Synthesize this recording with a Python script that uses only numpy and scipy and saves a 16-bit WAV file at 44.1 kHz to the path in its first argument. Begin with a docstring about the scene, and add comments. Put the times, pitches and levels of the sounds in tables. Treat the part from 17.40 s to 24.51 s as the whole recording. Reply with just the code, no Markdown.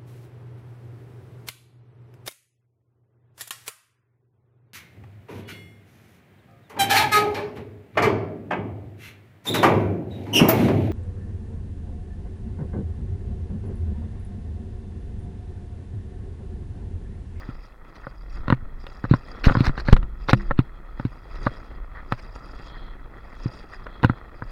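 """Inline skates on cracked asphalt

Inline skates roll fast over coarse asphalt, heard from a camera worn on the skater's body.
Random grit impacts through resonances make the wheels roar, whir, sizzle and skid; loose stones tick.
Jolts strike decaying modes of the camera's mount and plastic case; gritty noise strokes are cloth on it.
Low noise and slow pulses are air at the microphone; the hardest blows clip."""
import sys
import numpy as np
from scipy import signal
from scipy.fft import rfft, irfft, next_fast_len
from scipy.io import wavfile
from scipy.ndimage import uniform_filter1d, map_coordinates

SR = 44100
rng = np.random.default_rng(int(sys.argv[2]) if len(sys.argv) > 2 else 0)


def generate_wav(sig):
    """Save sig (samples, or channels by samples) to the path in sys.argv[1] as 16-bit PCM at SR."""
    pcm = np.round(np.clip(np.atleast_2d(sig).T, -1, 1) * 32767).astype(np.int16)
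    wavfile.write(sys.argv[1], SR, pcm)


N = 313551
T_S = np.arange(N) / SR


def amp(db):
    """Decibels to a linear gain."""
    return 10 ** (np.asarray(db) / 20)


def unit(x):
    """x scaled to rms 1."""
    return x / np.sqrt(np.mean(x ** 2) + 1e-20)


def wobble(knots_per_s):
    """A smooth random curve through normally distributed knots."""
    knots = rng.standard_normal(int(N * knots_per_s / SR) + 4)
    return map_coordinates(knots, [T_S * knots_per_s])


def filtered(x, response):
    """x times a response of frequency in Hz."""
    m = next_fast_len(N + 8192)
    return irfft(rfft(x, m) * response(np.fft.rfftfreq(m, 1 / SR)), m)[:N]


def spectrum_gain(hz, points):
    """Gain read off (Hz, dB) points, on a log frequency axis."""
    points_hz, points_db = np.transpose(points)
    return amp(np.interp(np.log(hz + 1), np.log(points_hz), points_db))


def coloured(x, points):
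    """x shaped by (Hz, dB) points, at rms 1."""
    return unit(filtered(x, lambda hz: spectrum_gain(hz, points)))


def resonant(x, peaks):
    """x through steep-sided resonances summed in power, at rms 1."""
    def response(hz):
        power = 0
        for centre_hz, width_hz, db in peaks:
            power = power + amp(2 * db) / (1 + ((hz - centre_hz) / width_hz * 0.93) ** 2) ** 4
        return np.sqrt(power)
    return unit(filtered(x, response))


def grit(hits_per_s):
    """Tiny impacts of uneven size at random times, at rms 1."""
    size = amp(3 * rng.standard_normal(N))
    hit = rng.random(N) < hits_per_s / SR
    return unit(hit * rng.standard_normal(N) * size)


def mottled(x, depth_db):
    """x with its colour shifting at random every 12 ms or so, as the point of contact moves; rms 1."""
    z = signal.stft(x, nperseg=256)[2]
    field = uniform_filter1d(rng.standard_normal(z.shape), 4, 0)
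    field = uniform_filter1d(field, 4, 1)
    return unit(signal.istft(z * amp(depth_db * unit(field)), nperseg=256)[1][:N])


def strokes(rows, edge_s):
    """A gain that opens and closes on linear ramps for each (s, length s, dB) stroke."""
    gain = np.zeros(N)
    for start_s, length_s, db in rows:
        inside_s = np.minimum(T_S - start_s, start_s + length_s - T_S)
        gain += amp(db) * np.clip(inside_s / edge_s + .5, 0, 1)
    return gain


PUSH_ATTACK_S, PUSH_RELEASE_S, EDGE_DEPTH_DB = 0.075, 0.089, 18.5  # times to rise and fall by the depth


def swells(rows):
    """A gain that rises, holds and dies away exponentially for each (s, length s, dB) stroke of a skate."""
    gain = np.zeros(N)
    for start_s, length_s, db in rows:
        before = np.maximum(start_s - T_S, 0) / PUSH_ATTACK_S
        after = np.maximum(T_S - start_s - length_s, 0) / PUSH_RELEASE_S
        gain += amp(db - EDGE_DEPTH_DB * (before + after))
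    return gain


def struck(modes, scatter_db, detune):
    """One blow on decaying modes (Hz, dB, t60 s), each at a new strength and slightly new pitch."""
    t = np.arange(SR // 2) / SR
    hz, db, t60_s = np.transpose(modes)[:, :, None]
    size, shift = rng.standard_normal((2, len(modes), 1))
    decay = amp(db + scatter_db * size - 60 * t / t60_s)
    return np.sum(decay * np.cos(2 * np.pi * hz * (1 + detune * shift) * t), axis=0)


def contact(x, length_s):
    """Soften a blow by a smooth push of this length; peak 1."""
    u = np.clip(np.arange(400) / SR / length_s, 0, 1)
    y = np.convolve(x, np.sin(np.pi * u) ** 2)[:len(x)]
    return y / np.abs(y).max()


def add(track, start_s, x):
    """Mix x into the track at a time."""
    i = max(round(start_s * SR), 0)
    track[i:i + len(x)] += x[:N - i]


# Wheels and frames. Each row: frequency in Hz, relative spectrum level in dB.
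ROAR_SPECTRUM = [(90, 6.5), (130, 4.5), (260, 3), (400, 2), (650, -1.5), (1050, -2.5), (1310, 3.5),
                 (1600, -9), (1900, -1.5), (2300, -16), (2550, -14), (2900, -29), (4100, -32), (6000, -42),
                 (11000, -86)]


def roar(roar_db, patches):
    """Grit drums on wheels and frames; coarse patches swell it and single stones stand out."""
    drumming = mottled(coloured(grit(hits_per_s=3000), ROAR_SPECTRUM), depth_db=2)
    stones = wobble(130)
    return amp(roar_db + 1.02 + 1.04 * patches + 0.68 * stones) * drumming


# High resonances of the skates. Each row: frequency in Hz, width in Hz, relative level in dB.
WHIR_PEAKS = [(3320, 200, -5), (4070, 510, -14.5)]
# Glides in which one skate whirs loudly. Each row: start in seconds, length in seconds, level in dB.
GLIDES = [(5.23, .25, -64.5), (6.54, 0.18, -67)]
WHIR_DB, WHIR_DB_PER_ROAR_DB, WHIR_PATCH_DB = -69.5, 0.97, 2.8  # at average load; growth; patch swing


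def whir(load_db, patches):
    """Grit excites high skate resonances, louder with load and in the glides."""
    level = amp(WHIR_DB + WHIR_DB_PER_ROAR_DB * load_db) + swells(GLIDES)
    return level * amp(WHIR_PATCH_DB * patches) * resonant(grit(hits_per_s=5900), WHIR_PEAKS)


# Higher resonances of the skates. Each row: frequency in Hz, width in Hz, relative level in dB.
SIZZLE_PEAKS = [(2566, 250, -2.5), (3830, 560, -11), (4860, 370, -0.5), (5520, 300, -10),
                (6530, 420, -16.5), (7230, 390, -19.5), (8450, 230, -21), (9560, 280, -20.5)]
# Pushes on a skate's edge. Each row: start in seconds, length in seconds, relative sizzle level in dB.
PUSHES = [(-.05, 0.31, -61.5), (.55, 0.43, -62.5), (1.42, 1, -62.5), (2.86, 0.15, -57), (3.64, .63, -63),
          (4.7, 0.59, -61), (5.88, 0.48, -60.5), (6.97, 0.17, -71)]
UPRIGHT_DB, SIZZLE_DB_PER_ROAR_DB = -79, 0.58  # relative sizzle of an upright wheel; growth with load


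def sizzle(load_db, patches):
    """A skate on its edge excites a comb of high resonances that flutter."""
    edging = swells(PUSHES) + amp(UPRIGHT_DB)
    flutter = amp(2.5 * wobble(70) + 1.8 * wobble(12))
    level = edging * flutter * amp(SIZZLE_DB_PER_ROAR_DB * load_db - 2.5 + 3.0 * patches)
    return level * mottled(resonant(grit(hits_per_s=2400), SIZZLE_PEAKS), depth_db=4.5)


# A skidding wheel. Each row: frequency in Hz, width in Hz, relative level in dB.
SKID_PEAKS = [(1340, 700, 3), (1890, 190, 7.5), (4070, 1100, -25)]
# Brief skids on grit. Each row: start in seconds, length in seconds, level in dB.
SKIDS = [(.02, 0.026, -47.5), (.635, 0.019, -45), (2.995, 0.019, -42), (4.55, 0.059, -44),
         (5.34, 0.039, -49), (6.325, 0.031, -44)]


def skids():
    """A wheel slips over grit and excites its resonances in short strokes."""
    return strokes(SKIDS, edge_s=0.0041) * resonant(grit(hits_per_s=2200), SKID_PEAKS)


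# Weight on the wheels and coarseness of the road. Each row: time in seconds, relative roar level in dB.
LOAD = [(0.03, -46), (0.3, -55), (0.62, -47.5), (0.84, -55.5), (1.0, -47.5), (1.25, -52), (1.85, -48.5),
        (2.1, -39.5), (2.75, -52.5), (3.0, -50), (3.35, -52), (3.9, -49), (4.04, -42.5), (4.4, -49.5),
        (5.3, -46.5), (5.6, -49), (5.95, -47), (7.11, -48)]
USUAL_ROAR_DB = -48.5  # on the scale of LOAD


def wheels():
    """All rolling sounds share one load and one pattern of coarse road patches."""
    roar_db = np.interp(T_S, *np.transpose(LOAD))
    load_db = roar_db - USUAL_ROAR_DB
    patches = wobble(22)
    return roar(roar_db, patches) + whir(load_db, patches) + sizzle(load_db, patches) + skids()


# Air on the microphone. Each row: frequency in Hz, relative spectrum level in dB.
RUMBLE_SPECTRUM = [(10, -11.5), (26, 3.5), (55, -3), (80, -22), (120, -19.5), (180, -27), (350, -36.5),
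                   (900, -61), (2500, -130)]
# Gusts as the body swings. Each row: centre in seconds, half width in seconds, relative level in dB.
GUSTS = [(1.1, 0.28, -35.5), (1.741, 0.073, -37), (2.151, 0.11, -27.5), (2.53, 0.11, -24.5),
         (3.0, 0.3, -32), (4.021, 0.057, -28), (4.55, 0.042, -36)]
# Slow shoves of air. Each row: start in seconds, swing time in seconds, peak in dB.
SHOVES = [(1.002, 0.014, -21.5), (1.225, 0.01, -21.5), (2.068, 0.0061, -0.5), (2.276, 0.0074, -8),
          (2.527, 0.004, 7.5), (2.59, 0.014, -19), (3.08, 0.031, -18.5)]
BREEZE_DB, SWAY_DB = -38, 3  # steady rumble, on the scale of GUSTS, and its slow swing


def air():
    """Low noise sways and gusts with the body; slow pulses are shoves of air, over a faint hiss."""
    flow = amp(BREEZE_DB + SWAY_DB * wobble(3.7))
    for centre_s, half_width_s, db in GUSTS:
        flow += amp(db) * np.exp(-((T_S - centre_s) / half_width_s) ** 2)
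    out = flow * amp(-1.5 + 1.0 * wobble(13)) * coloured(rng.standard_normal(N), RUMBLE_SPECTRUM)
    for start_s, swing_s, db in SHOVES:
        u = np.arange(SR // 4) / SR / swing_s
        shove = (1 - u) * np.exp(-u) * (1 - np.exp(-u * u * 6))
        add(out, start_s, amp(db) * contact(shove, length_s=0.00085))
    hiss = amp(-75.5) * rng.standard_normal(N)
    return out + hiss


# Sharp edge of a knock or stone. Each row: frequency in Hz, relative spectrum level in dB.
TICK_SPECTRUM = [(1800, -2.5), (2700, 3), (3300, -6.5), (4150, -12), (4650, -18.5), (5500, -22),
                 (7000, -29), (15000, -31)]


def tick(t60_s):
    """A coloured noise snap that decays 60 dB in t60; peak 1."""
    t = np.arange(2048) / SR
    burst = np.roll(rng.standard_normal(len(t)) * amp(-60 * t / t60_s), 20)
    y = irfft(rfft(burst) * spectrum_gain(np.fft.rfftfreq(len(t), 1 / SR), TICK_SPECTRUM))
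    return y / np.abs(y).max()


STONES_PER_S, STONE_PEAK_DB = 6, -45  # mean rate; peak of the hardest stone


def pebbles():
    """Now and then a wheel ticks over a loose stone; all ticks share one snap."""
    hits = (rng.random(N) < STONES_PER_S / SR) * rng.uniform(.3, 1, N)
    return amp(STONE_PEAK_DB) * signal.fftconvolve(hits, tick(t60_s=0.015))[:N]


# Knocks of the case in its mount. Each row: start in seconds, then relative thump, clack and tick in dB.
KNOCKS = [(0.089, -20, -38, -56), (0.669, -28, -23.5, -52), (1.081, -15, -18.5, -30),
          (1.102, -9.5, -11, -22.5), (1.1247, -2.5, -10, -31), (1.467, -43, -32, -32.5),
          (1.641, -14.5, -22, -46), (1.651, -28, -22, -57), (1.7115, 0, -29, -34.5),
          (1.738, -4.5, -11.5, -29.5), (2.069, -3, -30, -36.5), (2.098, -20, -13, -45.5),
          (2.109, -10.5, -23, -49), (2.121, -28, -19, -34), (2.152, -11.5, -10.5, -42),
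          (2.17, -7, -21, -39), (2.206, -2.5, -28, -22.5), (2.294, -14, -22, -39.5),
          (2.378, -25, -20.5, -46), (2.4851, -9, -13.5, -34), (2.528, -1, -7.5, -11.5),
          (2.5658, -23, -18.5, -29), (2.629, -26.5, -30.5, -42), (2.887, -19.5, -13, -42),
          (2.894, -41, -11, -16), (2.932, 0, -4, -13.5), (3.11, -17.5, -11, -35), (3.19, -1, -19, -24.5),
          (3.598, -18, -22.5, -40), (3.6512, -9.5, -33, -37), (4.0651, -10.5, -20.5, -33),
          (4.0693, -37, -9.5, -48.5), (4.7225, -13.5, -11.5, -25), (6.058, -11.5, -53, -57),
          (6.467, -48, -26.5, -41.5), (6.631, -13.5, -22, -26), (6.6377, -31, -10, -34.5),
          (6.646, -1, -7.5, -19.5), (6.697, -7, -14, -53), (7.022, -22, -22, -60)]
# Camera rocking on its mount. Each row: frequency in Hz, relative level in dB, t60 in seconds.
MOUNT_MODES = [(121.4, -3, 0.084), (156.7, -3, 0.028), (243.7, -1.5, 0.032), (514, -7, 0.023)]
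# Faint ring of the mount. Each row: frequency in Hz, relative level in dB, t60 in seconds.
RING_MODES = [(199, 0, .3), (345, -16, .8)]
# Small hard part of the case. Each row: frequency in Hz, relative level in dB, t60 in seconds.
PING_MODES = [(3720, 4.5, 0.0099), (4120, -5.5, 0.017)]
# Plastic case. Each row: frequency in Hz, relative level in dB, t60 in seconds.
CASE_MODES = [(546, -9.5, 0.031), (796, -19, 0.022), (1030, -4, 0.017), (1196, -6, 0.018),
              (1408, 2.5, 0.016), (1797, 2, 0.016)]


def knocks():
    """Each jolt rocks the camera on its soft mount and clacks the case, which rebounds."""
    out = np.zeros(N)
    for start_s, thump_db, clack_db, tick_db in KNOCKS + chatter(count=5):
        early, gap, size, late = rng.random(4)
        rock = contact(struck(MOUNT_MODES, scatter_db=1.5, detune=.04), length_s=0.0031)
        add(out, start_s, amp(thump_db - 0.7) * rock)
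        # only blows strong in all three parts wake the long ring
        ring = contact(struck(RING_MODES, scatter_db=1, detune=.003), length_s=.0015)
        add(out, start_s, amp(thump_db + 2 * clack_db + tick_db + 0.5) * ring)
        ping = contact(struck(PING_MODES, scatter_db=3, detune=.03), length_s=.00025)
        add(out, start_s, amp(tick_db - 3.5) * ping)
        touches = [(-.002 - .005 * early, -20),  # light lead-in: delay s, dB
                   (0, 0),  # the blow
                   (0.00124 + 0.00276 * gap, -4 - 8 * size),  # first rebound
                   (0.0063 + 0.0081 * late, -19)]  # second rebound
        for delay_s, db in touches:
            clack = contact(struck(CASE_MODES, scatter_db=3, detune=.06), length_s=0.00076)
            add(out, start_s + delay_s, -amp(clack_db + db + 2.5) * clack)
            add(out, start_s + delay_s, amp(tick_db + db + 1.0) * tick(t60_s=0.018))
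    return out


# Cloth on the case. Each row: frequency in Hz, relative spectrum level in dB.
RUB_SPECTRUM = [(100, -11.5), (300, 6), (700, -2.5), (1500, 2), (2100, -2.5), (2550, -5), (3200, -14),
                (4200, -2), (5600, -16.5), (7200, -32.5), (15000, -40.5)]
# Cloth rubbing on the case. Each row: start in seconds, length in seconds, relative level in dB.
SCRAPES = [(.553, .016, -42), (2.041, 0.033, -19), (2.085, 0.19, -47), (2.241, 0.046, -28),
           (2.373, 0.041, -34.5), (2.455, 0.087, -36), (2.884, 0.034, -25.5), (3.953, .012, -41),
           (4.778, 0.024, -45)]


def cloth():
    """Fabric sticks and slips across the case in gritty strokes, and rustles dully at each knock."""
    rub = mottled(coloured(grit(hits_per_s=6000), RUB_SPECTRUM), depth_db=4)
    # treble above 4.4 kHz falls to a -12 dB shelf
    dull = filtered(rub, lambda hz: np.maximum(1 / (1 + (hz / 4400) ** 20), amp(-12)))
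    slips = amp(2.5 * wobble(160))
    shifts = [(s - .009, .027, max(thump_db, clack_db) - 38.5) for s, thump_db, clack_db, _ in KNOCKS]
    shifting = strokes(shifts, edge_s=.022)
    scraping = amp(-2.5) * strokes(SCRAPES, edge_s=.012)
    return slips * (scraping * rub + shifting * dull)


# Light knocks over a web of cracks. One row: mean relative thump, clack and tick in dB.
CHATTER_DB = (-25.5, -22.5, -34)
CRACKS_FROM_S, CRACKS_TO_S, CHATTER_SCATTER_DB = 2.075, 2.1, 3


def chatter(count):
    """Rows of light knocks, unevenly spaced, while the wheels cross the cracks."""
    place = (np.arange(count) + rng.random(count)) / count
    start_s = CRACKS_FROM_S + place * (CRACKS_TO_S - CRACKS_FROM_S)
    levels_db = np.array(CHATTER_DB) + CHATTER_SCATTER_DB * rng.standard_normal((count, 3))
    return list(np.column_stack([start_s, levels_db]))


def scene():
    """Skates, air, stones, knocks and clothing, summed at one microphone."""
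    return (wheels() + air() + pebbles() + knocks() + cloth())[None]


TOP_HZ = 16050


def record(dry):
    """The camera clips at full scale, then keeps nothing above its band limit."""
    clipped = np.clip(dry[0], -1, 1)
    return filtered(clipped, lambda hz: hz < TOP_HZ)[None]


dry = scene()
out = record(dry)
generate_wav(out)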